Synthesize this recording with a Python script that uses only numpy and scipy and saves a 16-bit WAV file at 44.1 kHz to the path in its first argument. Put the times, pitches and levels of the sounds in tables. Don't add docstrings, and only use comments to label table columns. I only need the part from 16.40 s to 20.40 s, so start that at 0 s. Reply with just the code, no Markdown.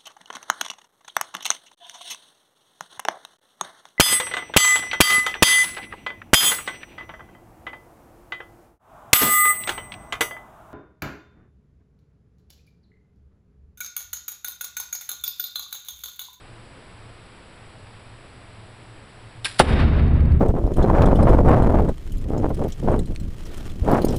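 import sys
import numpy as np
from scipy import signal
from scipy.fft import rfft, irfft, next_fast_len
from scipy.io import wavfile
from scipy.ndimage import uniform_filter1d, map_coordinates

SR = 44100
rng = np.random.default_rng(int(sys.argv[2]) if len(sys.argv) > 2 else 0)


def linear_from_db(decibels):
    return 10 ** (np.asarray(decibels, float) / 20)


def generate_wav(signal):
    frames = np.transpose(np.atleast_2d(signal))
    scaled = np.clip(frames, -1, 1) * 32767
    pcm = np.round(scaled).astype(np.int16)
    wavfile.write(sys.argv[1], SR, pcm)


N = 176400
CLOCK_S = np.arange(N) / SR
VENT_S, SHOT_S = 3.1932, 3.1994


def unit(x):
    return x / np.sqrt(np.mean(x ** 2) + 1e-20)


def along(points, hz):
    f, v = np.transpose(points)
    return np.interp(np.log(hz + 1), np.log(f + 1), v)


def curve(rows):
    s, v = np.transpose(rows)
    return np.interp(CLOCK_S, s, v)


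def since(s):
    t = CLOCK_S - s
    return np.maximum(t, 0), t >= 0


def filtered(x, response):
    m = next_fast_len(N + SR // 2)
    return irfft(rfft(x, m) * response(np.fft.rfftfreq(m, 1 / SR)), m)[..., :N]


def noise(spectrum):
    return unit(filtered(rng.standard_normal(N), lambda hz: linear_from_db(along(spectrum, hz))))


def peak(hz, width_hz):
    return lambda f: 1j * f * width_hz / (hz * hz - f * f + 1j * f * width_hz)


def hum(hz, width_hz):
    return unit(filtered(rng.standard_normal(N), lambda f: peak(hz, width_hz)(f) ** 2))


def dying(spectrum, t60):
    hz, t, z = signal.stft(noise(spectrum), SR, nperseg=1024, noverlap=896)
    z = z * linear_from_db(-60 * np.maximum(t - SHOT_S, 0) / along(t60, hz)[:, None])
    return signal.istft(z, SR, nperseg=1024, noverlap=896)[1][:N] * since(SHOT_S)[1]


# start in seconds, level in dB.
BLAST_FRONTS = [
    (3.1994, 37),
    (3.2008, 38),
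    (3.2043, 31),
    (3.21, 25),
    (3.212, 25),
    (3.222, 22),
    (3.226, 22),
]


def muzzle_blast():
    blast_s = 0.00036
    front = np.zeros(N)
    for s, db in BLAST_FRONTS:
        t, on = since(s)
        front += linear_from_db(db) * on * (1 - t / blast_s) * np.exp(-t / blast_s)
    barrel = peak(hz=710, width_hz=670)
    bench = peak(hz=310, width_hz=130)
    return filtered(front, lambda f: 0.086 + barrel(f) + linear_from_db(4) * bench(f))


# frequency in Hz, level in dB per Hz.
VENT_COLOUR = [(200, -20.5), (1000, -6.5), (2500, 2.5), (5000, 0), (7500, -9.5), (10500, -3.5)]


def vent_spit():
    length_s, t60_s = .0065, .03
    t, on = since(VENT_S)
    swell_db = 6.6 * np.minimum(t / length_s, 1)
    fall_db = 60 * np.maximum(t - length_s, 0) / t60_s
    return linear_from_db(-1.5 + swell_db - fall_db) * on * noise(VENT_COLOUR)


# frequency in Hz, T60 in seconds.
BOOTH_T60 = [(200, .1), (1000, 0.11), (4000, .15), (10000, 0.36)]


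def booth():
    colour_hz_db = [(100, -14.5), (300, 2), (1200, -3), (4000, -16.5), (10000, -22)]
    return linear_from_db(14) * dying(colour_hz_db, BOOTH_T60)


# start in seconds, level in dB, ring in Hz.
FLINT = [
    (3.0467, -16.5, 3680),
    (3.052, -17, 3400),
    (3.0545, -19.5, 2920),
    (3.057, -17, 2420),
    (3.0609, -21.5, 1750),
    (3.0684, -26.5, 1610),
]
# frequency in Hz, level in dB, T60 in seconds.
LOCK_MODES = [(1604, -10, 0.088), (2200, -22, .05), (3060, -14, 0.028), (4330, -9, .025),
              (5280, -4.5, 0.029), (9630, -10, .03), (10320, -11, .03)]


def flint_on_steel():
    out, t = np.zeros(N), np.arange(SR // 8) / SR
    for s, db, ring_hz in FLINT:
        ring = linear_from_db(-60 * t / 0.015) * np.sin(2 * np.pi * ring_hz * t)
        body = np.zeros(len(t))
        for hz, mode_db, t60_s in LOCK_MODES:
            strike_db = mode_db + rng.normal(0, 3.5) - 9
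            body += linear_from_db(strike_db - 60 * t / t60_s) * np.sin(2 * np.pi * hz * t)
        crack = linear_from_db(-4 - 60 * t / .006) * np.diff(rng.standard_normal(len(t) + 1)) / 2
        out[round(s * SR):][:len(t)] += linear_from_db(db) * (ring + body + crack)
    return out


# time in seconds, level in dB.
PAN_LEVEL = [
    (3.04, -60.5),
    (3.047, -30),
    (3.056, -23),
    (3.078, -34.5),
    (3.11, -41),
    (3.18, -47),
    (3.192, -24),
]
# frequency in Hz, level in dB per Hz.
PAN_COLOUR = [(200, -35), (700, -11.5), (1600, -1.5), (3800, -1.5), (5500, -5), (9000, -7.5), (11000, -7.5)]


def pan_hiss():
    grain = linear_from_db(2.5 * unit(uniform_filter1d(rng.standard_normal(N), size=40)))
    burning = since(PAN_LEVEL[0][0])[1] & ~since(VENT_S)[1]
    return linear_from_db(curve(PAN_LEVEL)) * burning * unit(grain * noise(PAN_COLOUR))


# frequency in Hz, level in dB per Hz.
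TAIL_COLOUR = [(100, -6), (200, -0.5), (500, -5.5), (1000, -12), (2500, -17.5), (5000, -29.5),
               (8000, -41.5), (11000, -44)]
# frequency in Hz, T60 in seconds.
TAIL_T60 = [(100, 2.63), (300, 1.71), (600, 1.24), (1500, 1.18), (3000, 1.02), (6000, .8), (10000, 0.61)]
# time in seconds, level in dB over the tail, length in seconds.
SLAPS = [
    (3.296, 1, 0.038),
    (3.398, 9.5, 0.024),
    (3.58, 3, 0.034),
]


def tunnel_tail():
    slap_db = sum(db * np.exp(-((CLOCK_S - s) / length_s) ** 2) for s, db, length_s in SLAPS)
    clump_db = 2 * map_coordinates(rng.standard_normal(300), [CLOCK_S * 60])
    tail = dying(TAIL_COLOUR, TAIL_T60)
    highs = filtered(tail, lambda f: f * f / (f * f + 900 ** 2))
    build = 1 - np.exp(-since(SHOT_S)[0] / 0.01)
    return linear_from_db(16) * (tail + highs * (linear_from_db(slap_db + clump_db) - 1)) * build


# frequency in Hz, level in dB, T60 in seconds, side of the node (sign).
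TUNNEL_MODES = [(30, 18.5, 2.04, -1), (48.1, 7, 1.9, 1), (55.6, 18.5, 1.82, 1), (64.2, 11.5, 2.8, 1),
                (72.9, 19.5, 2.73, -1), (78.9, 12.5, 1.8, 1), (83.1, 13.5, 2.75, 1), (91.6, 14, 2.16, 1),
                (109.7, 5, 2.34, 1), (123.2, 9.5, 3.1, -1), (132.4, 9.5, 1.5, -1), (153.6, 11.5, 2.4, 1),
                (225.3, 5.5, 2.2, 1), (230.7, 5, 2.1, -1)]


def tunnel_boom():
    t = since(SHOT_S)[0]
    boom = np.zeros(N)
    for hz, db, t60_s, side in TUNNEL_MODES:
        boom += np.sign(side) * linear_from_db(db - 60 * t / t60_s) * np.cos(2 * np.pi * hz * t)
    return boom * (1 - np.exp(-t / 0.073))


def steel_ring():
    t = since(SHOT_S)[0]
    return linear_from_db(-3 - 60 * t / 0.95) * np.sin(2 * np.pi * 3700 * t)


# frequency in Hz, level in dB per Hz.
AIR_COLOUR = [(20, -7.5), (35, -6.5), (150, -14), (1000, -20), (2500, -25), (4800, -33), (7000, -41),
              (11000, -44.5)]
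# frequency in Hz, width in Hz, level in dB.
DUCTS = [(32.3, 16, -63.5), (88, 25, -57), (112.4, 10, -51)]


def ventilation():
    swell = linear_from_db(3.3 * map_coordinates(rng.standard_normal(20), [CLOCK_S * 3]))
    ducts = sum(linear_from_db(db - 1.5) * hum(hz, width_hz) for hz, width_hz, db in DUCTS)
    return linear_from_db(-47.5) * noise(AIR_COLOUR) + swell * ducts


def scene():
    shot = muzzle_blast() + vent_spit() + booth()
    lock = flint_on_steel() + pan_hiss()
    tunnel = tunnel_tail() + tunnel_boom() + steel_ring()
    return (shot + lock + tunnel + ventilation())[None]


# time in seconds, gain in dB.
GAIN = [
    (3.19, 1.5),
    (3.2, -20),
    (3.23, -40.5),
    (3.265, -42.5),
    (3.3, -33.5),
    (3.45, -30.5),
    (3.7, -24),
    (3.93, -17),
    (4, -16),
]


def camera_gain_db():
    return curve(GAIN)


# time in seconds, peak in dB.
CRESTS = [(3.5757, -44.5), (3.5953, -41.5), (3.6256, -43), (3.6674, -50.5), (3.679, -41.5), (3.6994, -48.5),
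          (3.7394, -43), (3.8057, -39.5), (3.8551, -39), (3.9211, -36)]


def gain_buzz(x):
    step_hz, half_s = 2200, 0.003 / 2
    uneven = rng.standard_normal(N)[(CLOCK_S * step_hz).astype(int)]
    saw = uniform_filter1d((CLOCK_S * step_hz) % 1 - .5, size=3)
    steps = sum(linear_from_db(db + 8.5) * np.exp(-((CLOCK_S - s - half_s) / half_s) ** 2) for s, db in CRESTS)
    creep = linear_from_db(-27.5) * uniform_filter1d(x, size=64) ** 2 * (CLOCK_S > CRESTS[0][0] - .2)
    return saw * (steps * (1 + .35 * uneven) + creep * uneven)


# frequency in Hz, level in dB, polarity (sign).
WHINE = [(7762, -85.5, -1), (7900, -81.5, -1), (7852, -72.5, 1), (7882, -73.5, 1), (8000, -81, -1),
         (8000, -85.5, -1)]


def camera_noise(gain_db):
    hiss = linear_from_db(-59.5) * rng.standard_normal(N)
    whine = sum(np.sign(side) * linear_from_db(db + 3) * np.sin(2 * np.pi * hz * CLOCK_S) for hz, db, side in WHINE)
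    return linear_from_db(0.35 * gain_db) * hiss + linear_from_db(.65 * gain_db) * whine


# frequency in Hz, level
# in dB.
BAND = [(5000, -0.5), (6050, -9.5), (6280, -45), (6560, -11.5), (7600, -1.5), (10950, 0), (11300, -44.5),
        (12000, -60)]


def notched_band(x):
    return filtered(x, lambda hz: linear_from_db(along(BAND, hz)))


def low_pass(x):
    return signal.sosfilt(signal.butter(12, 11770, fs=SR, output="sos"), x)


def record(dry):
    gain_db = camera_gain_db()
    x = dry * linear_from_db(gain_db)
    x = x + gain_buzz(x) + camera_noise(gain_db)
    x = notched_band(x)
    hardness = 16
    x = x / (1 + np.abs(x) ** hardness) ** (1 / hardness)
    return low_pass(x)


dry = scene()
out = record(dry)
generate_wav(out)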